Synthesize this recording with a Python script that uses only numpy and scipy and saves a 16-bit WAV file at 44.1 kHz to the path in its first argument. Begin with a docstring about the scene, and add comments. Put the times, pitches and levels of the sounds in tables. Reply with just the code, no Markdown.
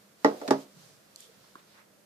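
"""Laptop shifted on a desk

It knocks down, rocks, and knocks again on another corner. Case and desk ring with low hollow
modes, the plastic cracks and rattles, and a small room answers. Between the knocks the feet drag
and the shell snaps under load. Then fingers brush, bump, tick and tap on the case over a faint hiss."""
import sys
import numpy as np
from scipy import signal
from scipy.fft import rfft, irfft, next_fast_len
from scipy.io import wavfile

SR = 44100
rng = np.random.default_rng(int(sys.argv[2]) if len(sys.argv) > 2 else 0)


def log_audio(samples):
    """Write samples as a 16-bit WAV file to the path given in sys.argv[1]."""
    # one column per channel
    frames = np.atleast_2d(samples).T
    # limit to full scale, then quantise
    limited = np.clip(frames, -1, 1)
    pcm = np.round(limited * 32767).astype(np.int16)
    wavfile.write(sys.argv[1], SR, pcm)


N = 90404

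# stereo image of hiss and friction: freq_hz, left_right_correlation
NOISE_CORRELATION = [(60, .7), (130, .9), (290, 0.62), (640, 0.18), (1410, 0.057), (15000, .05)]
CASE_PAN_DB = -3
RING_ATTACK_S = 0.0014


def amp(db):
    """Decibels to gain."""
    return 10 ** (np.asarray(db) / 20)


def unit(x):
    """Scale to rms 1."""
    return x / np.sqrt(np.mean(x ** 2) + 1e-20)


def along(points, hz):
    """Interpolate (freq_hz, value) points on a log axis."""
    freqs_hz, values = np.transpose(points)
    return np.interp(np.log(hz + 1), np.log(freqs_hz + 1), values)


def pan(db):
    """Stereo gains for a left-minus-right level."""
    return amp(np.array([[db], [-db]]) / 2)


def since(start_s):
    """Seconds since the start, zero before."""
    return np.maximum(np.arange(N) / SR - start_s, 0)


def filtered(x, response):
    """Apply a frequency response."""
    size = next_fast_len(N + SR // 2)
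    return irfft(rfft(x, size) * response(np.fft.rfftfreq(size, 1 / SR)), size)[..., :N]


def minimum_phase(gain):
    """Response with this gain that starts at once and rings afterwards."""
    cepstrum = irfft(np.log(np.maximum(gain, 1e-6)))
    half = len(cepstrum) // 2
    fold = np.r_[1, np.full(half - 1, 2), 1, np.zeros(half - 1)]
    return np.exp(rfft(cepstrum * fold))


def noise(colour_db, correlation=NOISE_CORRELATION):
    """Coloured stereo noise of rms 1."""
    def mid_side_gains(hz):
        angle = np.arccos(np.clip(along(correlation, hz), -1, 1)) / 2
        return amp(colour_db(hz)) * [np.cos(angle), np.sin(angle)]
    mid, side = filtered(rng.standard_normal((2, N)), mid_side_gains)
    return unit(np.array([mid + side, mid - side]))


def band(centre_hz, width_oct):
    """Bell-shaped colour in dB."""
    return lambda hz: -10 * np.log10(np.e) * (np.log2((hz + 1) / centre_hz) / width_oct) ** 2


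def struck(start_s, attack_s, t60_s):
    """Quick rise, exponential decay."""
    t = since(start_s)
    return (1 - np.exp(-t / attack_s)) * amp(-60 * t / t60_s)


def burst(start_s, colour, attack_s, t60_s):
    """Many close modes struck together: dying noise rung through a colour."""
    # stereo image of impacts: freq_hz, left_right_correlation
    correlation = [(150, 0.91), (400, 0.92), (900, -0.11), (2000, 0.11), (5000, -0.26), (10000, 0)]
    push = struck(start_s, attack_s, t60_s) * noise(np.zeros_like, correlation)
    return filtered(push, lambda hz: minimum_phase(unit(amp(along(colour, hz)))))


def background():
    """Room tone, a faint hum, and a hiss that swells while the laptop moves."""
    # room tone spectrum: freq_hz, gain_db
    tone_colour = [(18, -68.5), (30, -35), (139, -10.5), (195, -6), (234, -13), (274, -10), (426, -10),
                   (597, -8), (905, -19), (1000, -18), (1440, -16), (3320, -24.5), (4900, -22.5),
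                   (13900, -26), (15000, -38)]
    # hiss envelope: time_s, level_db
    hiss_levels = [(0, -64.5), (0.161, -69), (.235, -59.5), (.26, -55), (.45, -53.5), (.62, -56),
                   (.66, -63), (.75, -64), (.8, -59), (0.919, -63.5), (1.0, -65.5), (1.3, -62.5),
                   (1.8, -66.5), (1.87, -75)]
    # hiss spectrum: freq_hz, gain_db
    hiss_colour = [(200, -10.5), (1000, 1), (2500, -3), (4500, -1), (7500, -6.5), (11000, -10),
                   (14500, -8.5)]
    tone = amp(-62.5) * noise(lambda hz: along(tone_colour, hz))
    hum = amp(-73) * noise(band(centre_hz=200.7, width_oct=0.084))
    swell = amp(np.interp(np.arange(N) / SR, *np.transpose(hiss_levels)))
    hiss = swell * noise(lambda hz: along(hiss_colour, hz))
    return pan(-2) * (tone + hum + hiss)


def body_ring(start_s, corner, cutoff_hz):
    """Case and desk modes: the corner sets their mix; a soft contact barely rings the high ones."""
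    # modes: freq_hz, first_corner_db, second_corner_db, t60_s, left_minus_right_db
    modes = [(148.2, -44, -29.5, 0.26, -2), (207, -34.5, -26, 0.21, -0.5), (271.5, -54, -13.5, 0.22, -2.5),
             (285.8, -16, -26, 0.14, -2.5), (310.5, -23, -36, .11, -2), (359.3, -28, -16.5, 0.085, -4.5),
             (403, -40, -12, 0.14, -6), (424.7, -25, -35, 0.18, -8.5), (458, -20, -20.5, .19, -0.5),
             (535, -31, -32, 0.19, -1.5), (620.8, -24, -19.5, .19, -2.5), (649, -70, -16.5, 0.094, -4),
             (667, -29.5, -56.5, 0.05, 11), (750, -34.5, -31, 0.073, -4), (833.4, -27, -14, .11, -0.5),
             (858, -21.5, -20, 0.12, 9.5), (939, -37.5, -24.5, 0.18, -4), (979, -32, -39, 0.14, -5.5),
             (1085, -32, -40, 0.17, -4.5), (1169, -30, -31.5, 0.11, 7.5), (1267, -39, -35, 0.2, -14.5),
             (1379, -20.5, -40, .07, 1), (1673, -41, -32, .11, -7), (1810, -34.5, -41, .11, -7),
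             (1990, -26.5, -47, 0.058, -7.5), (1933, -29, -36.5, .11, -9)]
    ring = np.zeros((2, N))
    arrival_s = np.array([[start_s + 0.00025], [start_s]])  # right side first
    for k, (hz, first_db, second_db, t60_s, pan_db) in enumerate(modes):
        gain = amp(first_db + corner * (second_db - first_db)) / np.hypot(1, (hz / cutoff_hz) ** 2)
        polarity = (-1) ** (k // 2)  # neighbouring pairs swing oppositely
        mode = struck(arrival_s, RING_ATTACK_S, t60_s) * np.sin(2 * np.pi * hz * since(arrival_s))
        ring += polarity * gain * pan(pan_db) * mode
    return ring


def knocks():
    """Each desk contact rings the body, cracks and rattles the plastic, and excites the room."""
    # contacts: start_s, ring_gain_db, plastic_gain_db, corner (0 first, 1 second), cutoff_hz
    contacts = [(0.2456, 4, -4.5, 0.1, 4000), (0.4137, -20.5, -28.5, 0, 1500), (.482, -14, -17.5, 1, 330),
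                (.507, -3.5, -4.5, 0.96, 3000)]
    # contact crack spectrum: freq_hz, gain_db
    crack_colour = [(30, -28), (100, -17.5), (300, 9), (800, 10), (1400, 3.5), (2000, -1.5), (2700, -7),
                    (4500, -0.5), (6500, -5.5), (9000, -16), (15000, -25.5)]
    # damped shell ring spectrum: freq_hz, first_corner_db, second_corner_db
    shell_colours = [(200, -31, -22.5), (800, -8, -5.5), (1180, -0.5, 4.5), (1400, 1, -2.5),
                     (1600, -5, -4.5), (1820, -4, 5), (1957, 6.5, -16), (2600, -16.5, -21),
                     (5026, -18.5, -15), (9000, -34, -19), (15000, -39, -39)]
    # dense upper modes: freq_hz, gain_db
    rattle_colour = [(100, -51), (250, -4.5), (600, 2.5), (1200, -3), (2000, -14.5), (2800, -19),
                     (5500, -17), (8000, -33.5), (15000, -46.5)]
    # reverberation spectrum: freq_hz, gain_db
    room_colour = [(80, -35), (200, -3), (500, 1.5), (900, -7), (2000, -29.5), (6000, -35), (15000, -67.5)]
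    ring, strike = np.zeros((2, N)), np.zeros((2, N))
    for start_s, ring_gain_db, plastic_gain_db, corner, cutoff_hz in contacts:
        ring += amp(ring_gain_db) * body_ring(start_s, corner, cutoff_hz)
        crack = amp(-7.5) * burst(start_s, crack_colour, attack_s=0.0011, t60_s=0.015)
        shell_colour = [(hz, first + corner * (second - first)) for hz, first, second in shell_colours]
        clack = amp(-23) * burst(start_s, shell_colour, attack_s=0.0011, t60_s=0.084)
        rattle = amp(-21) * burst(start_s, rattle_colour, RING_ATTACK_S, t60_s=0.18)
        room = amp(-28) * burst(start_s, room_colour, attack_s=0.012, t60_s=0.33)
        strike += amp(plastic_gain_db) * (crack + clack + rattle) + amp(ring_gain_db) * room
    low_cut = signal.butter(3, 119, "high", fs=SR, output="sos")
    return signal.sosfilt(low_cut, ring) + pan(CASE_PAN_DB) * strike


def friction():
    """Dragging feet, brushing skin and hand bumps: noise bands that swell and fade."""
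    # feet on the desk: peak_s, rise_s, fall_s, level_db, centre_hz, width_oct
    drags = [(0.459, 0.028, 0.029, -39.5, 558, 0.32)]
    # skin on the case: same columns
    brushes = [(0.611, .03, 0.025, -58, 4200, 1), (.85, .08, 0.085, -61.5, 5170, .7),
               (1.217, 0.036, 0.041, -56, 5300, 0.87), (1.236, 0.038, 0.024, -59.5, 3390, 0.093),
               (1.45, 0.038, 0.042, -66.5, 4350, 0.43), (1.59, 0.021, 0.019, -64, 2110, 1),
               (1.73, .04, .05, -65.5, 3900, 0.43), (1.8, 0.051, 0.022, -59, 1340, 0.67)]
    # dull hand bumps: same columns
    bumps = [(.778, .022, .03, -55, 165, .35), (.87, .04, .07, -63, 140, .3), (.85, .06, .06, -66, 500, .5),
             (1.297, .02, .013, -63, 470, .2), (1.39, .04, .05, -68, 135, .3)]
    out, t = np.zeros((2, N)), np.arange(N) / SR
    for peak_s, rise_s, fall_s, level_db, centre_hz, width_oct in drags + brushes + bumps:
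        width_s = np.where(t < peak_s, rise_s, fall_s)
        swell = np.exp(-0.5 * ((t - peak_s) / width_s) ** 2)
        out += amp(level_db) * swell * noise(band(centre_hz, width_oct))
    return pan(CASE_PAN_DB) * out


def shell_snaps():
    """The plastic snaps as it takes the load, just before the second loud knock."""
    # snaps: start_s, level_db
    snaps = [(0.4777, -29.5), (0.48, -41.5), (0.4875, -36)]
    # snap spectrum: freq_hz, gain_db
    colour = [(200, -16), (1000, -3), (1600, 5.5), (2800, -1.5), (4500, -1.5), (6500, -8.5), (9000, -13),
              (15000, -23.5)]
    out = np.zeros((2, N))
    for start_s, level_db in snaps:
        out += amp(level_db) * burst(start_s, colour, attack_s=0.00022, t60_s=0.026)
    return pan(CASE_PAN_DB) * out


def nail_ticks():
    """A fingernail briefly rings bright modes."""
    # ticks: start_s, gain_db, low_cut_hz
    ticks = [(1.1599, -38.5, 3040), (1.2051, -35.5, 7500)]
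    # tick modes: freq_hz, gain_db
    modes = [(4330, 4), (4520, 0), (6200, -0.5), (7180, 0.5), (8020, -6), (8900, -1), (11800, -8)]
    out = np.zeros((2, N))
    for start_s, gain_db, low_cut_hz in ticks:
        t = since(start_s)
        ping = sum(amp(db) * np.sin(2 * np.pi * (hz * t + rng.random((2, 1)))) for hz, db in modes)
        envelope = struck(start_s, attack_s=0.00018, t60_s=0.0082)
        low_cut = signal.butter(4, low_cut_hz, "high", fs=SR, output="sos")
        out += amp(gain_db) * signal.sosfilt(low_cut, ping * envelope)
    return pan(CASE_PAN_DB) * out


def fingertip_taps():
    """Fingertips strike the case: dull taps with a faint tail."""
    # taps: start_s, level_db
    taps = [(1.44, -53), (1.5545, -40.5)]
    # tap spectrum: freq_hz, gain_db
    colour = [(60, -33), (150, -11), (450, -2), (750, -19.5), (1050, 2.5), (1550, -2.5), (2200, -28),
              (3500, -19), (6000, -35), (15000, -31)]
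    out = np.zeros((2, N))
    for start_s, level_db in taps:
        tap = burst(start_s, colour, attack_s=0.00026, t60_s=0.035)
        tail = amp(-15) * burst(start_s, colour, RING_ATTACK_S, t60_s=0.28)
        out += amp(level_db) * (tap + tail)
    return pan(CASE_PAN_DB) * out


def scene():
    """Knocks and small handling sounds over room tone."""
    return knocks() + shell_snaps() + nail_ticks() + fingertip_taps() + friction() + background()


def record(dry):
    """Steep 22 dB treble shelf, then a hard band limit."""
    shelf_hz, hz_per_db, limit_hz = 14700, 15, 15886
    return filtered(dry, lambda hz: amp(-np.clip((hz - shelf_hz) / hz_per_db, 0, 22)) * (hz < limit_hz))


dry = scene()
out = record(dry)
log_audio(out)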